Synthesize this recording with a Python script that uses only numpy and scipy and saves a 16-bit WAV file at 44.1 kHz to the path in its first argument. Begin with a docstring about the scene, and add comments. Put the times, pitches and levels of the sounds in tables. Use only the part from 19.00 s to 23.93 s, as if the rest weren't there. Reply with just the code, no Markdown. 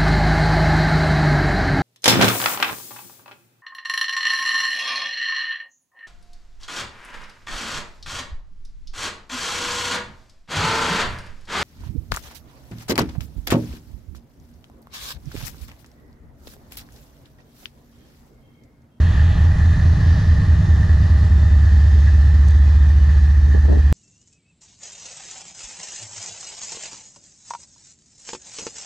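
"""Two diesel locomotives haul a freight train slowly across an open rail yard, some way off.
At first their exhausts, sums of engine-cycle harmonics, largely cancel and throb once a cycle.
Filtered noise gives fan roar, whirr and hiss, wavering sines whine, and flanges rub softly.
The first exhaust fades sooner and the second dominates a drone; a dull knock and dry ticks follow.
At the end gusts of low noise flutter on the microphone among dull knocks, damped sines."""
import sys
import numpy as np
from scipy import signal
from scipy.fft import rfft, irfft
from scipy.io import wavfile
from scipy.ndimage import uniform_filter1d, minimum_filter1d

SR = 44100
rng = np.random.default_rng(int(sys.argv[2]) if len(sys.argv) > 2 else 0)


def transcribe(signal):
    """Save signal, clipped to [-1, 1], as a 16-bit WAV file at the path in sys.argv[1]."""
    frames = np.atleast_2d(signal).T
    limited = np.clip(frames, -1, 1)
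    pcm = np.round(limited * 32767).astype(np.int16)
    wavfile.write(sys.argv[1], SR, pcm)


N = 217272
TIME = np.arange(N) / SR  # s
BINS = np.fft.rfftfreq(N, 1 / SR)  # Hz

CYCLE_HZ = 4.835  # engine cycles per second
THROB_S = 1.107  # the moment of one exhaust burst


def gain_of(db):
    """Level law: decibels to an amplitude factor."""
    return 10 ** (np.asarray(db) / 20)


def evened(x):
    """Normalization: a signal scaled to rms 1."""
    return x / np.sqrt(np.mean(x ** 2) + 1e-20)


def read(points):
    """Interpolation: a table over frequency, joined on a logarithmic axis."""
    hz, value = np.transpose(points)
    return np.interp(np.log(BINS + 1), np.log(hz + 1), value)


def drift(rate_hz):
    """Low-pass noise: slow random variation of rms 1."""
    return evened(irfft(rfft(rng.standard_normal(N)) * np.exp(-(BINS / rate_hz) ** 2), N))


def passing(peak_s, db, width_s):
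    """Pass-by: the level in dB of a source rolling by has a bell-shaped amplitude around its peak."""
    return db - 20 / np.log(10) * ((TIME - peak_s) / width_s) ** 2


def receding(db, fade_db_per_s):
    """Spreading loss: the level in dB of a source that draws away falls evenly."""
    return db - fade_db_per_s * TIME


def swells(rows):
    """Level modulation: smooth Gaussian lifts in dB."""
    return sum(db * np.exp(-((TIME - s) / length) ** 2) for s, length, db in rows)


def panned(db, left_right_db):
    """Interaural level difference: a left and a right gain, half of it on each side."""
    return gain_of([[db + left_right_db / 2], [db - left_right_db / 2]])


# Likeness of the two microphone ports.
# Each row: frequency in Hz, coherence (held within 0 to 1).
PORT_COHERENCE = [(60, 1.6), (240, 0.8), (470, 0.57), (930, 0.37), (1850, 0.78), (3680, 0.96), (7310, 0.5),
                  (12000, -0.5)]
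# Phase between the ports. Each row: frequency in Hz, lead of the left in radians.
PORT_LEAD = [(200, 0.46), (600, 0.15), (1210, -1.1), (1550, -0.82), (1810, -0.15), (2070, 0.64),
             (2410, -0.77), (3270, -0.66), (5200, -0.072), (6000, 0.98), (6600, -0.42)]
# Level between the ports. Each row: frequency in Hz, left minus right in dB.
PORT_TILT = [(60, -3.5), (300, -3.5), (510, 4.5), (860, 0.5), (1470, -0.5), (2510, -1), (4290, -1),
             (7000, 3.5), (9000, -6), (13000, -1)]


def distant(shape):
    """Partial coherence: shaped noise reaches two ports alike in part, with phase and level differences."""
    a, b = rfft(rng.standard_normal((2, N)))
    same = np.clip(read(PORT_COHERENCE), 0, 1)
    side = gain_of(read(PORT_TILT) / 2)
    right = (same * a + np.sqrt(1 - same ** 2) * b) * np.exp(-1j * read(PORT_LEAD))
    pair = irfft(np.array([a * side, right / side]) * shape, N)
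    return pair / pair.mean(0).std()


def patchy(pair, depth_db=1.5, length_s=0.2, width_hz=170):
    """Level variation: narrow bands of a noise rise and sink at random."""
    hz, s, spectrum = signal.stft(pair, SR, nperseg=1024, noverlap=768)
    noise = rng.standard_normal(spectrum.shape[1:])
    field = uniform_filter1d(noise, max(int(width_hz / hz[1]), 1), 0)
    field = evened(uniform_filter1d(field, max(int(length_s / s[1]), 1), 1))
    varied = spectrum * gain_of(depth_db * field)
    return signal.istft(varied, SR, nperseg=1024, noverlap=768)[1][:, :N]


def breeze(db=-40, top_hz=30, swell_db=2):
    """Wind pressure: moving air presses deeply and unevenly on the microphone."""
    return gain_of(db + swell_db * drift(2)) * drift(top_hz)


# Gusts on the microphone.
# Each row: peak time in seconds, length in seconds, level in dB, left minus right in dB.
GUST_EVENTS = [(4.48, .03, -36, -2), (4.547, .007, -29, -8), (4.561, .016, -28, -8), (4.654, .01, -31, 10),
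               (4.692, .016, -27, 8), (4.716, .005, -25, 2), (4.732, .026, -23.5, 9), (4.769, .013, -26, 7),
               (4.793, .006, -28, -2)]


def gusts(low_hz=150, top_hz=320, lump_db=0.4, opposed=0.56):
    """Turbulence: lumpy low noise, partly opposite in sign between left and right."""
    high_pass = 1 + (low_hz / (BINS + 1)) ** 6
    low_pass = (1 + (BINS / top_hz) ** 4) * (1 + (BINS / 900) ** 8)
    shape = 1 / np.sqrt(high_pass * low_pass)
    a, b = evened(irfft(rfft(rng.standard_normal((2, N))) * shape, N))
    right = np.sqrt(1 - opposed ** 2) * b - opposed * a
    lumps = evened(np.array([a, right]) * gain_of(lump_db * drift(130)))
    envelope = sum(panned(db, pan) * np.exp(-((TIME - s) / length) ** 2)
                   for s, length, db, pan in GUST_EVENTS)
    return lumps * envelope


# Small dry ticks close by. Each row: start in seconds, starting level in dB.
TICK_EVENTS = [(3.479, -46), (3.4852, -37.5), (3.508, -41)]


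def ticks(centre_hz=6800, width_hz=2500, decay_s=0.0014):
    """Impulsive sound: bright noise starts at once and decays exponentially."""
    snaps = sum(gain_of(db) * np.exp(-abs(TIME - s) / decay_s) * (TIME >= s) for s, db in TICK_EVENTS)
    return distant(np.exp(-((BINS - centre_hz) / width_hz) ** 2)) * snaps


# Dull knocks. Each row: start in seconds, pitch in Hz, level in dB before rise and decay,
# left minus right in dB.
KNOCK_EVENTS = [(2.952, 415, -30, 0), (4.546, 255, -23, -9), (4.684, 270, -23, 9), (4.711, 430, -27, 4),
                (4.728, 435, -25, 9), (4.766, 430, -32, 5), (4.786, 480, -32, -2)]


def knocks(rise_s=0.0029, decay_s=0.013):
    """Damped resonance: each soft bump is one short dull ring, most of them nearer to one port."""
    out = np.zeros((2, N))
    for s, hz, db, pan in KNOCK_EVENTS:
        age = np.maximum(TIME - s, 0)
        envelope = (1 - np.exp(-age / rise_s)) * np.exp(-age / decay_s)
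        out += panned(db, pan) * envelope * np.sin(2 * np.pi * hz * age)
    return out


# Wheel flanges rubbing the rail. Each row: peak time in seconds, length in seconds,
# centre frequency in Hz, width in Hz, level in dB.
FLANGE_RUBS = [(0.184, 0.27, 3040, 1120, -46), (1.152, 0.23, 3950, 2290, -46.5),
               (1.855, 0.39, 4600, 1490, -57), (2.95, 0.28, 4210, 3120, -51.5)]


def flanges():
    """Friction noise: steel rubbing on steel swells softly in a band of noise."""
    out = np.zeros((2, N))
    for s, length, hz, width, db in FLANGE_RUBS:
        band = distant(np.exp(-((BINS - hz) / width) ** 2))
        out += band * gain_of(db) * np.exp(-((TIME - s) / length) ** 2 / 2)
    return out


# Tones of fans and gears. Each row: frequency in Hz, peak rms level in dB between the two sides,
# frequency waver in Hz, peak time in seconds, swell width in seconds.
FAN_AND_GEAR_TONES = [(459.4, -52, 1.3, 0.91, 3.2), (612.3, -56, 1.6, 1.1, 2.6),
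                      (622.3, -52.5, 1.4, 0.98, 2.7), (809, -57.5, 2, 1.8, 4), (830, -52.5, 3, 0.35, 0.5),
                      (868, -60.5, 2, 0.72, 1.1), (2370, -74.5, 4.5, 1, 4), (3480, -80.5, 9.7, 1, 4),
                      (7430, -72, 8.9, 1, 4)]


def whines(flutter_db=0.44):
    """Frequency modulation: thin wavering tones swell and fade as the locomotives roll by."""
    out = np.zeros(N)
    for hz, db, waver_hz, peak_s, width_s in FAN_AND_GEAR_TONES:
        turns = np.cumsum(hz + waver_hz * drift(7.4)) / SR
        level = passing(peak_s, db, width_s) + flutter_db * drift(0.68)
        out += gain_of(level) * evened(np.sin(2 * np.pi * turns))
    return out * panned(0, 2)


# Spectrum of the wheel hiss. Each row: frequency in Hz, relative level in dB.
HISS_SPECTRUM = [(1500, -28), (2250, -7), (2450, 2.5), (2780, -1), (3100, 0), (4400, 1), (5350, -5),
                 (6000, -2.5), (7400, -8.5), (8200, -15), (10000, -16.5), (12300, -27), (14000, -50.5)]


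def wheels(stir, ripple_db=1.4, ripple_hz=603):
    """Comb filtering: a short reflection ripples the spectrum of the wheel hiss."""
    ripple = ripple_db * np.cos(2 * np.pi * BINS / ripple_hz)
    hiss = patchy(distant(gain_of(read(HISS_SPECTRUM) + ripple)), depth_db=2.0)
    return hiss * gain_of(receding(-48, fade_db_per_s=0.41) + stir)


# Spectrum of the whirr. Each row: frequency in Hz, relative level in dB.
WHIRR_SPECTRUM = [(1000, -56), (1480, -30.5), (1660, -2), (1820, 3), (1960, -7.5), (2080, -17.5),
                  (2220, -40), (3500, -68.5)]
# Brief flares of the whirr. Each row: peak time in seconds, length in seconds, lift in dB.
WHIRR_FLARES = [(.19, 0.03, 7), (.4, 0.018, 1), (.62, 0.032, 4.5), (.8, 0.057, 2.5), (1.03, 0.03, 5),
                (1.22, 0.13, 3.5), (1.38, 0.025, 4.5), (1.84, .022, 4), (1.905, 0.015, 7), (2.7, 0.078, 4),
                (3.08, 0.016, 10.5), (4.35, 0.029, 6), (4.545, 0.046, 4.5)]


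def blower(stir, flutter_db=0.84):
    """Narrow-band noise: a high whirr flutters and flares briefly."""
    whirr = patchy(distant(gain_of(read(WHIRR_SPECTRUM))), depth_db=1.0, length_s=0.13, width_hz=90)
    level = receding(-41.5, fade_db_per_s=0.71) + swells(WHIRR_FLARES)
    return whirr * gain_of(level + stir + flutter_db * drift(25))


# Spectrum of the fan roar. Each row: frequency in Hz, relative level in dB.
ROAR_SPECTRUM = [(150, -28), (350, -0.5), (520, -4), (640, -1), (720, -1.5), (820, 0.5), (1000, -3),
                 (1220, 0.4), (1380, -5.5), (1600, -4), (2000, -3), (2250, -22), (4000, -43.5)]


def fans(stir):
    """Broadband flow noise: the fans roar, fading as the train draws away."""
    roar = patchy(distant(gain_of(read(ROAR_SPECTRUM))), depth_db=0.8, width_hz=60)
    return roar * gain_of(receding(-39, fade_db_per_s=1.14) + stir)


# The rumble is strongest while the first exhaust is.
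# Each row: peak time in seconds, length in seconds, lift in dB.
RUMBLE_LIFTS = [(1.4, 0.98, 3.5)]


def rumble_level():
    """Spreading loss: the rumble's level in dB swells, then fades as the train draws away."""
    return receding(-34.5, fade_db_per_s=0.05) + swells(RUMBLE_LIFTS)


# Spectrum of the exhaust rumble. Each row: frequency in Hz, relative level in dB.
RUMBLE_SPECTRUM = [(15, -13.5), (35, 0), (70, -4), (115, 4.5), (170, 6), (230, -9), (310, -12), (380, -19),
                   (480, -24), (900, -56)]


def stack(pulse, chuff_db=2):
    """Amplitude modulation: exhaust rumble rises and falls with the engine's pulse."""
    return distant(gain_of(read(RUMBLE_SPECTRUM))) * gain_of(rumble_level() + chuff_db * pulse)


def machinery(angle, pulse_db=0.48, air_db=0.5):
    """Amplitude modulation: noises pulse with the engine; air on the way stirs all but the rumble."""
    pulse = evened(sum(np.cos(order * (angle + np.pi)) for order in (1, 3, 6, 12)))
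    stir = pulse_db * pulse + air_db * drift(18.0)
    return stack(pulse) + fans(stir) + blower(stir) + wheels(stir)


def rattle(angle, db=-44.0, slope_db=-52, uneven_db=3, waver_db=1.0, early_s=.037, count=40):
    """Harmonic series: faint upper tones of the cycle bunch loosely at the start of each chug."""
    out = np.zeros(N)
    first, scatter_rad = 38, 1.5
    rumble = rumble_level()
    early_angle = angle + 2 * np.pi * CYCLE_HZ * early_s
    for order in range(first, first + count):
        level = db + slope_db * np.log10(order / first)  # slope in dB per tenfold frequency
        level = level + uneven_db * (2 * rng.random() - 1) + waver_db * drift(1.0)
        out += gain_of(level) * np.cos(order * early_angle + scatter_rad * rng.standard_normal())
    return out * gain_of(rumble - rumble.mean())


# The dips grow from the first moment and reach full depth with the dip at the second.
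DIPS_FROM_S, DIP_S = 2.6, 4.001
# The moment of one surge between the chugs, and the time over which the surges die away.
SURGE_S, SURGE_FADE_S = .168, 2.2


def from_nearest(moment_s):
    """Periodicity: seconds from the nearest repeat of a moment, once an engine cycle."""
    return (((TIME - moment_s) * CYCLE_HZ + .5) % 1 - .5) / CYCLE_HZ


def dips(depth=0.28, length_s=0.017, surge_db=2.0, surge_length_s=0.022):
    """Amplitude modulation: early, short surges between the chugs; later, brief dips in the drone."""
    surge_shape = np.exp(-(TIME / SURGE_FADE_S) ** 2 - (from_nearest(SURGE_S) / surge_length_s) ** 2)
    grown = np.clip((TIME - DIPS_FROM_S) / (DIP_S - DIPS_FROM_S), 0, 1)
    dip = depth * grown * np.exp(-(from_nearest(DIP_S) / length_s) ** 2)
    return gain_of(surge_db * surge_shape) * (1 - dip)


def chug(hz, centre_hz, delay_s, sweep_s_per_hz):
    """Dispersion: the lag of a tone in radians when delay changes evenly with pitch."""
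    offset_hz = hz - centre_hz
    return 2 * np.pi * offset_hz * (delay_s + sweep_s_per_hz * offset_hz / 2)


# Pipes and manifold delay each pitch differently, so a burst becomes a gliding chug.
# Each row: centre in Hz, delay there in seconds, added delay in seconds per Hz.
FIRST_CHUG, FIRST_BARK = (72.525, -.06855, .004835), (145.05, -.06723, -.001464)
SECOND_CHUG, SECOND_BARK = (72.105, .01194, -.003317), (157.92, -.1195, -.00745)
BARK_ABOVE_HZ = 104  # tones above belong to an exhaust's bark, those below to its chug
SECOND_SLOWER_HZ = .0019  # the second engine's cycle is slower by this, so the tones beat slowly
# Exhaust tones. Each row: multiple of the engine cycle, peak level in dB of the first exhaust,
# peak level in dB of the second, time in seconds when the first is loudest,
# width of the first's swell in seconds.
EXHAUST_TONES = [(6, -23.4, -53.8, 0.6, 2.2), (10, -36.7, -36.4, 0.0, 0.8), (11, -26.4, -52.9, 1.8, 3.5),
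                 (12, -6.3, -6.2, 1.5, 3.5), (13, -25.6, -28.6, 1.5, 2.2), (14, -25.9, -30.1, 0.9, 1.1),
                 (15, -1.7, -0.8, 0.6, 3.5), (16, -16.2, -27.6, 0.6, 1.1), (17, -15.8, -34.6, 0.6, 1.8),
                 (18, -17.2, -53.4, 1.8, 2.2), (19, -16.3, -21.2, 0.0, 1.4), (20, -32.8, -53.3, 1.5, 1.1),
                 (21, -16.3, -23.5, 1.8, 2.2), (22, -32.7, -52.4, 2.7, 1.4), (23, -25.5, -33.3, 0.9, 1.4),
                 (24, -48.4, -39.5, 0.0, 0.8), (25, -36.6, -52.9, 2.4, 1.4), (26, -22.8, -24.5, 0.6, 3.5),
                 (27, -31.4, -37.6, 0.9, 1.4), (28, -44.9, -33.8, 0.0, 0.8), (29, -44.0, -39.9, 2.4, 0.8),
                 (30, -25.3, -35.6, 1.2, 1.1), (31, -33.4, -49.3, 1.8, 1.1), (32, -31.0, -35.9, 0.0, 0.8),
                 (33, -31.3, -33.4, 2.7, 1.4), (34, -25.8, -52.9, 1.2, 1.1), (35, -32.4, -52.8, 1.5, 0.8),
                 (36, -33.6, -43.2, 0.0, 0.8), (37, -33.1, -42.3, 1.2, 1.4)]


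def exhaust(angle):
    """Superposition: opposed exhausts largely cancel; the first fades sooner, the second dominates."""
    second_pass = passing(peak_s=1.854, db=0, width_s=3.564)
    second_angle = angle - 2 * np.pi * SECOND_SLOWER_HZ * (TIME - THROB_S)
    out = np.zeros(N)
    for order, first_db, second_db, peak_s, width_s in EXHAUST_TONES:
        hz = order * CYCLE_HZ
        is_bark = hz > BARK_ABOVE_HZ
        first_lag = chug(hz, *(FIRST_BARK if is_bark else FIRST_CHUG))
        second_lag = chug(hz, *(SECOND_BARK if is_bark else SECOND_CHUG))
        first = gain_of(passing(peak_s, first_db, width_s)) * np.cos(order * angle - first_lag)
        second = gain_of(second_pass + second_db) * np.cos(order * second_angle - second_lag)
        waver_db = .25 * drift(1.5)
        out += (first - second) * gain_of(waver_db)
    return out * dips() * panned(0, -.8)


def scene():
    """Superposition: governed engines at almost constant speed, the train, and the air and bumps."""
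    angle = 2 * np.pi * CYCLE_HZ * (TIME - THROB_S) + 0.002 * drift(1.5)
    train = exhaust(angle) + rattle(angle) + machinery(angle) + whines() + flanges()
    return train + breeze() + gusts() + knocks() + ticks()


def record(dry, ceiling_db=-5.5, hold_s=0.0021, split_hz=260, edge_hz=14800):
    """Peak limiting: bass peaks are held down, treble passes; then a low-pass limits the band."""
    bass = irfft(rfft(dry) / (1 + (BINS / split_hz) ** 4), N)
    hold = max(int(hold_s * SR), 1)
    room = np.minimum(gain_of(ceiling_db) / (abs(bass).max(0) + 1e-9), 1)
    held = minimum_filter1d(room, hold)
    gain = uniform_filter1d(uniform_filter1d(held, hold), hold // 2 + 1)
    soft_start = np.sin(np.pi / 2 * np.minimum(TIME / hold_s, 1)) ** 2
    limited = (dry - bass * (1 - gain)) * soft_start
    low_pass = signal.firwin(511, edge_hz, window=("kaiser", 9), fs=SR)
    return signal.oaconvolve(limited, low_pass[None], "same")


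dry = scene()
out = record(dry)
transcribe(out)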